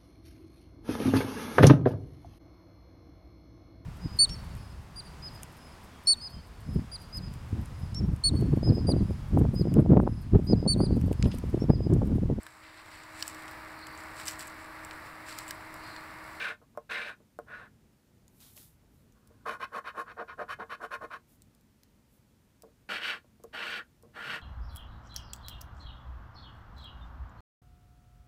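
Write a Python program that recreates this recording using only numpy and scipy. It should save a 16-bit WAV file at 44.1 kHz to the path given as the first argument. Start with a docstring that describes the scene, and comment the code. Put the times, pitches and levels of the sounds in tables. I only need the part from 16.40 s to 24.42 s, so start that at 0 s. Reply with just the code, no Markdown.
"""A coin's edge scratches the coating off a card ticket on a wooden table by stick-slip friction: three slow
strokes, a quick back-and-forth run, then three more slow strokes. Random fractures of the coating, filtered into
bands, excite the resonances of table, card and coin. Filtered impulses make the knocks, noise bursts and damped
sines the light ticks, shaped grain noise the brushing fingers, and band noise the rub of the heel of the hand.
Decaying noise forms the room's short echo; coloured noise forms its quiet rumble."""
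import sys
import numpy as np
from scipy import signal
from scipy.fft import rfft, irfft, next_fast_len
from scipy.io import wavfile
from scipy.ndimage import map_coordinates

SR = 44100
rng = np.random.default_rng(int(sys.argv[2]) if len(sys.argv) > 2 else 0)


def store_wav(level_fs):
    """Save 16-bit WAV to argv[1]."""
    pcm = np.round(np.clip(np.atleast_2d(level_fs), -1, 1) * 32767)
    wavfile.write(sys.argv[1], SR, pcm.T.astype(np.int16))


N = 353505
TIME = np.arange(N) / SR  # seconds

# Slow strokes of the coin. Each row: row of the ticket, start in s, fastest moment in s, end in s, attack in s,
# release in s, level in dB, then drag (bass), bite (treble) and hiss (top) at full speed, in dB relative to
# the middle band, and swell (rise in level towards the fastest moment) in dB.
SLOW_STROKES = [("top", -0.12, 0.011, 0.17, 0.02, 0.062, -39.5, -10.5, -0.56, -19.5, 1.7),
                ("top", 0.491, 0.52, 0.772, 0.0084, 0.073, -40.5, -10.5, 1.4, -19, 6.1),
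                ("top", 1.059, 1.145, 1.303, 0.028, 0.043, -48.5, -9, -10.5, -29, 8.3),
                ("lower", 6.488, 6.62, 6.815, 0.0029, 0.087, -39, -12.5, 4.4, -16.5, 0),
                ("lower", 7.125, 7.3, 7.448, 0.025, 0.064, -42.5, -10, 3.1, -17.5, 0.56),
                ("lower", 7.73, 7.925, 8.04, 0.039, 0.074, -38, -12.5, -3.2, -21.5, 11.6)]
# Places where a slow stroke skids over a thin patch (quieter) or catches on a thick one (louder).
# Each row: centre in s, half length in s, change of level in dB, change of bite and hiss in dB.
COATING_PATCHES = [(0.518, 0.013, 1.5, 1.5), (0.635, 0.018, -3.5, 2), (1.135, 0.02, 3.5, -2),
                   (6.601, 0.021, -7, -5), (6.744, 0.015, 3, -5.5), (7.405, 0.011, 7, -9.5),
                   (7.858, 0.018, -4.5, 2.5)]
# Quick strokes at the corner, dull pushes and bright pulls in turn. Each row: start in s, fastest moment in s,
# end in s, level in dB, drag in dB and hiss in dB, both relative to the middle band.
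QUICK_STROKES = [(3.053, 3.073, 3.178, -36.3, -7.5, -23), (3.194, 3.228, 3.26, -37, -12, -25),
                 (3.315, 3.368, 3.406, -37, -5.5, -25), (3.439, 3.481, 3.516, -40, -13, -26.5),
                 (3.537, 3.6, 3.635, -40, -3.5, -22), (3.656, 3.716, 3.73, -46.5, -8, -33),
                 (3.764, 3.808, 3.842, -40, -0.5, -39), (3.875, 3.893, 3.947, -46, -10.5, -35),
                 (3.972, 4.016, 4.05, -39.5, -0.5, -33), (4.079, 4.121, 4.15, -38, -13.5, -23.5),
                 (4.186, 4.204, 4.25, -39.5, -0.5, -33), (4.292, 4.317, 4.362, -38.5, -13, -26.5),
                 (4.394, 4.446, 4.474, -41.5, -3.5, -23.5), (4.505, 4.532, 4.57, -37, -10, -25),
                 (4.6, 4.634, 4.67, -44, 0, -26), (4.7, 4.726, 4.779, -42.5, -11, -28)]
# Ringing of the wooden table top. Each row: frequency in Hz, width in Hz before the hand's damping is added,
# then level in dB with the coin on the top row, at the corner and on the lower row.
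WOOD_MODES = [(208, 33, -16, -16, -14), (343, 50, -20, -16, -16), (458, 18, -13, -5, -11),
              (494, 25, -17, -13, -15), (600, 47, -11, -6, -12), (728, 54, -15, -8, -16),
              (800, 54, -20, -24, -13), (948, 54, -16, -13, -14), (1087, 54, -6, 0, -10),
              (1164, 54, -20, -17, -10), (1265, 35, -9, -5, -10), (1430, 54, -3, -5, 0),
              (1462, 22, -1, -7, -2), (1567, 40, 0, -7, -4), (1663, 30, -7, -9, -7),
              (1722, 37, -4, -27, -4), (1787, 30, -6, -12, -16), (1849, 54, -10, -17, -4)]
# Higher resonances of the card and the pinched coin. Each row: the same columns as for the wood.
CARD_MODES = [(2002, 65, -9, -19, -4), (2108, 45, -5.5, -14, -22), (2185, 52, -15, -55, -5.5),
              (2350, 83, -5.5, -17, -3.5), (2520, 103, -10.5, -18, -29), (2673, 114, -10, -41, -3.5),
              (2880, 97, -14.5, -28, -4), (3017, 85, -21, -20.5, -6.5), (3226, 83, -19, -40, -7.5),
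              (3470, 260, -19, -31.5, -17), (3817, 225, -16.5, -28.5, -14), (4330, 175, -24, -29.5, -16),
              (4520, 104, -29, -35, -15.5), (4991, 87, -25.5, -38, -21.5), (5474, 170, -31, -34.5, -24),
              (6300, 540, -32, -41.5, -28.5), (7520, 630, -35.5, -46, -32), (8240, 750, -34.5, -52, -29),
              (9070, 415, -42, -44.5, -41), (9700, 550, -35, -49, -39), (11000, 1200, -42, -43.5, -35),
              (12900, 1300, -47, -55, -35.5), (14400, 994, -41, -51, -41)]
# Landings of coin or fingers on the card. Each row: time in s, peak level in dB, contact cut-off in Hz,
# settling time constant in s.
KNOCKS = [(0.216, -51, 850, 0.021), (0.351, -53, 1000, 0.014), (0.3749, -25, 700, 0.0026),
          (0.803, -53.5, 453, 0.0097), (0.989, -28, 726, 0.0022), (2.166, -60, 597, 0.014),
          (2.905, -53, 414, 0.018), (6.235, -44, 397, 0.024), (6.845, -53, 460, 0.008),
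          (6.999, -54.5, 382, 0.0071), (7.041, -38, 350, 0.01), (7.634, -49, 377, .03)]
# Light contacts of coin edge and nails. Each row: time in s, peak level in dB, ping frequency in Hz,
# ping level in dB relative to the crack.
TICKS = [(0.374, -45.5, 5440, -9), (0.9888, -44, 5860, -21), (1.8805, -46, 6800, 2),
         (2.004, -45, 5000, -13), (2.167, -37, 11400, -5), (2.177, -37, 2620, -2.5),
         (2.723, -52.5, 6030, -7), (2.874, -45.5, 6900, -19), (5.0206, -41, 8170, 2),
         (5.1491, -51, 7000, -16), (5.21, -52, 7000, -16), (5.434, -43, 4100, -1), (6.222, -38, 5600, -11),
         (7.0375, -36, 6750, -5), (7.626, -44.5, 8600, -6)]
# Fingers sweeping over the card. Each row: start in s, fastest moment in s, end in s, level in dB,
# pressure (body relative to the light hiss) in dB.
FINGER_SWEEPS = [(1.864, 2.16, 2.39, -62, -13), (1.993, 2.017, 2.16, -59.5, -1),
                 (2.154, 2.172, 2.305, -55, -7.5), (2.48, 2.568, 2.7, -76.5, -13),
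                 (4.86, 4.92, 4.99, -67.5, -12), (5.68, 5.744, 5.82, -73, -17)]
# Spectrum of lightly sliding skin. Each row: frequency in Hz, density in dB per Hz.
LIGHT_SKIN_SPECTRUM = [(2500, -21), (5000, -11), (8000, -4), (12500, 1), (15500, -3.5)]
# Spectrum of pressed skin. Each row: frequency in Hz, density in dB per Hz.
PRESSED_SKIN_SPECTRUM = [(400, -3), (1400, -4), (2300, -4), (3700, 2), (6000, -2.5), (10000, -9)]
# Slides of the heel of the hand. Each row: start in s, fastest moment in s, end in s, level in dB.
HEEL_SLIDES = [(-0.06, 0.04, 0.15, -65), (7.73, 7.94, 8.07, -56)]
# Band of the heel's low rub: lower edge in Hz, upper edge in Hz.
HEEL_BAND_HZ = (125, 230)
# Spectrum of the room's background. Each row: frequency in Hz, density in dB per Hz.
ROOM_SPECTRUM = [(15, -49), (25, -14.5), (49, -3.5), (115, -2), (176, -8), (219, -4), (301, -12),
                 (404, -16), (438, -17), (749, -24.5), (952, -23.5), (1030, -26.5), (1310, -27),
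                 (3540, -32.5), (15000, -37)]
# Slow change of the room's rumble. Each row: time in s, relative level in dB.
RUMBLE_LEVEL = [(0, -0.5), (1.6, 0), (2.65, 2.5), (3.5, -1.5), (4.3, 1.5), (5.2, -2), (6.6, -1.5),
                (7.3, -1), (8, 1.5)]


def slow_strokes(response, row, crumbs, release_curve=2.04, bite_rise_db=7.5, hiss_rise_db=4,
                 drag_rise_db=-4, patch_drag=-0.6):
    """Speed-dependent friction: the coin grips, rasps brighter with speed, crosses patches, slows and lifts."""
    strokes = [stroke[1:] for stroke in SLOW_STROKES if stroke[0] == row]
    controls = np.zeros((4, N))  # level, drag, bite and hiss in dB
    controls[0] = -160  # silence between strokes
    for start, fastest, end, attack_s, release_s, level_db, drag_db, bite_db, hiss_db, swell_db in strokes:
        on = (TIME > start) & (TIME < end)
        t = TIME[on]
        slack = 1 - arch(start, fastest, end)[on]  # 1 at rest, 0 at full speed
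        attack = np.minimum((t - start) / attack_s, 1)
        release = np.minimum((end - t) / release_s, 1) ** release_curve
        grip_db = 20 * np.log10(attack * release)
        patch_db, patch_bite_db = np.zeros((2, len(t)))
        for centre, half_s, level_change_db, bite_change_db in COATING_PATCHES:
            bump = np.exp(-.5 * ((t - centre) / half_s) ** 2)
            patch_db += level_change_db * bump
            patch_bite_db += bite_change_db * bump
        controls[:, on] = [level_db + grip_db - swell_db * slack + patch_db,
                           drag_db - drag_rise_db * slack + patch_drag * patch_db,
                           bite_db - bite_rise_db * slack + patch_bite_db,
                           hiss_db - hiss_rise_db * slack + patch_bite_db]
    return scrape(response, crumbs, *controls)


def quick_strokes(response, push_power=1.13, pull_power=0.8, turn_db=-29, brighten=0.56, hiss_rise=0.22,
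                  dig_db=2.5, creep_s=2.75, creep_db=-40.5, base_bite_db=-17, bite_per_drag=-0.71):
    """Reversing friction: the coin stays on the card; pulls reach their level sooner and hold it longer."""
    start, fastest, end, *columns = np.transpose(QUICK_STROKES)
    edges = np.column_stack([start, end]).ravel()
    columns.append(np.resize([push_power, pull_power], len(start)))
    level_db, drag_db, hiss_db, power = (np.interp(TIME, edges, np.repeat(c, 2)) for c in columns)
    speed = sum(arch(*row[:3]) for row in QUICK_STROKES)
    # the coin creeps on the card before the run and never falls silent at the turns
    touching = (TIME > creep_s) & (TIME < end[-1])
    resting = undb(np.where(TIME < start[0], creep_db, turn_db)) * touching
    speed_db = 20 * np.log10(np.abs(speed) ** power + resting + 1e-6)
    # crumbs pile up before the edge, so the treble comes late in a stroke
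    pile_db = dig_db * np.interp(TIME, edges, np.tile([-1, 1], len(start)))
    # the more the coin drags, the less it bites
    bite_db = base_bite_db + bite_per_drag * drag_db + pile_db + brighten * speed_db
    moving_hiss_db = hiss_db + pile_db + hiss_rise * speed_db
    crumbs = grains(rate=7000, spread_db=2.5) * undb(1.08 * walk(220))
    return scrape(response, crumbs, level_db + speed_db, drag_db, bite_db, moving_hiss_db)


def scrape(response, crumbs, level_db, drag_db, bite_db, hiss_db, patchy_db=1, bend=0.0081):
    """Stick-slip excitation of a resonator: drag shakes the table, bite sharpens the rasp."""
    low_hz, mid_hz, high_hz = 900, 1900, 6000
    parts = [(band(crumbs, [185, low_hz], "bandpass", order=9), drag_db),
             (band(crumbs, [low_hz, mid_hz], "bandpass", order=5), 0),
             (band(crumbs, [mid_hz, high_hz], "bandpass", order=5), bite_db),
             (band(crumbs, high_hz, "highpass", order=5), hiss_db)]
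    force = 0
    for part, part_db in parts:
        gain = undb(level_db + part_db + patchy_db * walk(45))
        # each band is levelled by how strongly it rings
        force = force + part * gain / ring(part, response).std()
    # the shifting pressure of the hand bends the resonances a little
    bent_s = band(np.cumsum(bend * walk(14)) / SR, 1.99, "highpass")
    return map_coordinates(ring(force, response), [(TIME + bent_s) * SR], order=3)


def grains(rate, spread_db):
    """Brittle fracture as a random impulse train (rate per second): many small breaks, a few large."""
    hit = rng.random(N) < rate / SR
    size = undb(spread_db * np.minimum(rng.exponential(size=N), 4))
    return unit(hit * size * rng.choice([-1, 1], N))


def table_response(modes, gains_db, hand_damping_hz=7):
    """Modal superposition: resonance powers add, and the cepstrum yields a minimum-phase impulse response."""
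    size = 8192
    hz, width = np.transpose(modes)[:2]
    width = width + hand_damping_hz  # the resting hand damps every resonance
    detune = 2 * (np.fft.rfftfreq(size, 1 / SR)[:, None] - hz) / width
    shape = 1 / (1 + detune ** 2) / (1 + (detune / 8) ** 2)  # the far skirts fall faster
    power = shape @ undb(gains_db) ** 2
    cepstrum = irfft(np.log(power))[:size // 2]
    cepstrum[0] /= 2
    return irfft(np.exp(rfft(cepstrum, size)))[:size // 2]


def arch(start, fastest, end):
    """Kinematics of one stroke: speed rises sinusoidally from rest to 1 and returns to rest."""
    return np.sin(np.pi * np.interp(TIME, [start, fastest, end], [0, .5, 1]))


def knocks(response, rub_db=-23, rebound_s=0.00853, rebound_db=-12, damping_s=0.23):
    """Impact of a blunt body: a push, a rebound and a short settling rub on a table damped by the hand."""
    out, t = np.zeros(N), TIME[:len(response)]
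    held = response * np.exp(-t / damping_s)
    for s, peak_db, cutoff_hz, settle_s in KNOCKS:
        force = undb(rub_db) * rng.standard_normal(len(t)) * np.exp(-t / settle_s)
        force[0] = 1
        force[int(rebound_s * SR)] += undb(rebound_db)
        thud = band(ring(force, held), cutoff_hz, "lowpass", order=3)
        add(out, s, band(thud, 310, "highpass"), peak_db)
    return out


def ticks(decay_s=0.00087, tail_s=0.0097, tail_db=-19, ping_s=0.001):
    """Impact of hard edges: a dry noise crack with a faint tail, and a quickly damped sine."""
    out, t = np.zeros(N), TIME[:SR // 20]
    for s, peak_db, hz, ping_db in TICKS:
        decay = np.exp(-t / decay_s) + undb(tail_db) * np.exp(-t / tail_s)
        crack = band(rng.standard_normal(len(t)) * decay, hz * .5, "highpass", order=3)
        ping = undb(ping_db) * np.sin(2 * np.pi * hz * t) * np.exp(-t / ping_s)
        add(out, s, crack + ping, peak_db)
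    return out


def brush(speed_power=1.42):
    """Sliding friction of skin sweeping crumbs: hiss grows with speed and gains body under pressure."""
    light = coloured(grains(rate=18000, spread_db=4.5), LIGHT_SKIN_SPECTRUM)
    pressed = coloured(grains(rate=6700, spread_db=1.5), PRESSED_SKIN_SPECTRUM)
    light_power, pressed_power = 0, 0
    for start, fastest, end, level_db, pressure_db in FINGER_SWEEPS:
        gain = undb(level_db) * np.abs(arch(start, fastest, end)) ** speed_power
        # overlapping sweeps add in power
        light_power = light_power + gain ** 2
        pressed_power = pressed_power + (gain * undb(pressure_db)) ** 2
    return np.sqrt(light_power) * light + np.sqrt(pressed_power) * pressed


def heel():
    """Sliding friction of soft skin on wood: band noise murmurs in proportion to the hand's speed."""
    rub = unit(band(rng.standard_normal(N), HEEL_BAND_HZ, "bandpass", order=3))
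    return rub * sum(undb(db) * arch(start, fastest, end) for start, fastest, end, db in HEEL_SLIDES)


def reflections(x, t60_s=0.13, wet_db=-13, damp_hz=5000):
    """Reverberation as exponentially decaying noise: the short dull echo of a furnished room."""
    t = TIME[:SR // 2]
    tail = rng.standard_normal(len(t)) * undb(-60 * t / t60_s) * (t > .005)  # first echo after 5 ms
    echo = band(tail / np.linalg.norm(tail), damp_hz, "lowpass", order=1)
    return undb(wet_db) * ring(x, echo)


def room_tone(level_db=-63.5, waver_db=1.2):
    """Stationary noise with a modulated low part: a wavering rumble under a smooth faint hiss."""
    noise = coloured(rng.standard_normal(N), ROOM_SPECTRUM)
    rumble = band(noise, 640, "lowpass", order=1)
    swell_db = np.interp(TIME, *np.transpose(RUMBLE_LEVEL)) + waver_db * walk(8.6)
    return undb(level_db) * (noise + rumble * (undb(swell_db) - 1))


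def undb(db):
    """Logarithmic level: decibels to amplitude gain."""
    return 10 ** (np.asarray(db) / 20)


def unit(x):
    """Normalisation of effective value: scale to rms 1."""
    return x / np.sqrt(np.mean(x ** 2))


def band(x, hz, kind, order=2):
    """Frequency selection by a Butterworth filter."""
    sos = signal.butter(order, np.minimum(hz, .45 * SR), kind, fs=SR, output="sos")
    return signal.sosfilt(sos, x)


def ring(x, response):
    """Convolution: play a force through an impulse response."""
    return signal.oaconvolve(x, response)[:len(x)]


def add(out, s, x, db):
    """Superposition: mix in a short sound at time s with peak level db."""
    i = int(s * SR)
    out[i:i + len(x)] += (x * undb(db) / np.abs(x).max())[:N - i]


def coloured(x, points):
    """Spectral shaping: filter a noise by (Hz, dB) points on a logarithmic frequency axis, at rms 1."""
    size = next_fast_len(N)
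    hz, db = np.transpose(points)
    freq = np.maximum(np.fft.rfftfreq(size, 1 / SR), 1)
    gain = undb(np.interp(np.log(freq), np.log(hz), db))
    return unit(irfft(rfft(x, size) * gain, size)[:N])


def walk(rate):
    """Slow random modulation: rate levels per second joined by straight lines, spread near 1."""
    return 1.2 * np.interp(TIME * rate, np.arange(N // 20), rng.standard_normal(N // 20))


def scene():
    """Superposition of all that the hand does on the table, heard close by in the room."""
    modes = np.vstack([WOOD_MODES, CARD_MODES])
    top, corner, lower = (table_response(modes, gains_db) for gains_db in modes.T[2:])
    top_crumbs = grains(rate=8000, spread_db=1.2) * undb(1.2 * walk(250))
    lower_crumbs = grains(rate=9000, spread_db=0.3) * undb(1.0 * walk(250))
    scratching = slow_strokes(top, "top", top_crumbs) + slow_strokes(lower, "lower", lower_crumbs)
    scratching = scratching + quick_strokes(corner)
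    hand = scratching + knocks(corner) + ticks() + brush() + heel()
    return (hand + reflections(hand) + room_tone())[None]


def record(dry):
    """Band limiting: a steep elliptic low-pass cuts the top above 15450 Hz."""
    return signal.sosfilt(signal.ellip(10, .1, 70, 15450, fs=SR, output="sos"), dry)


dry = scene()
out = record(dry)
store_wav(out)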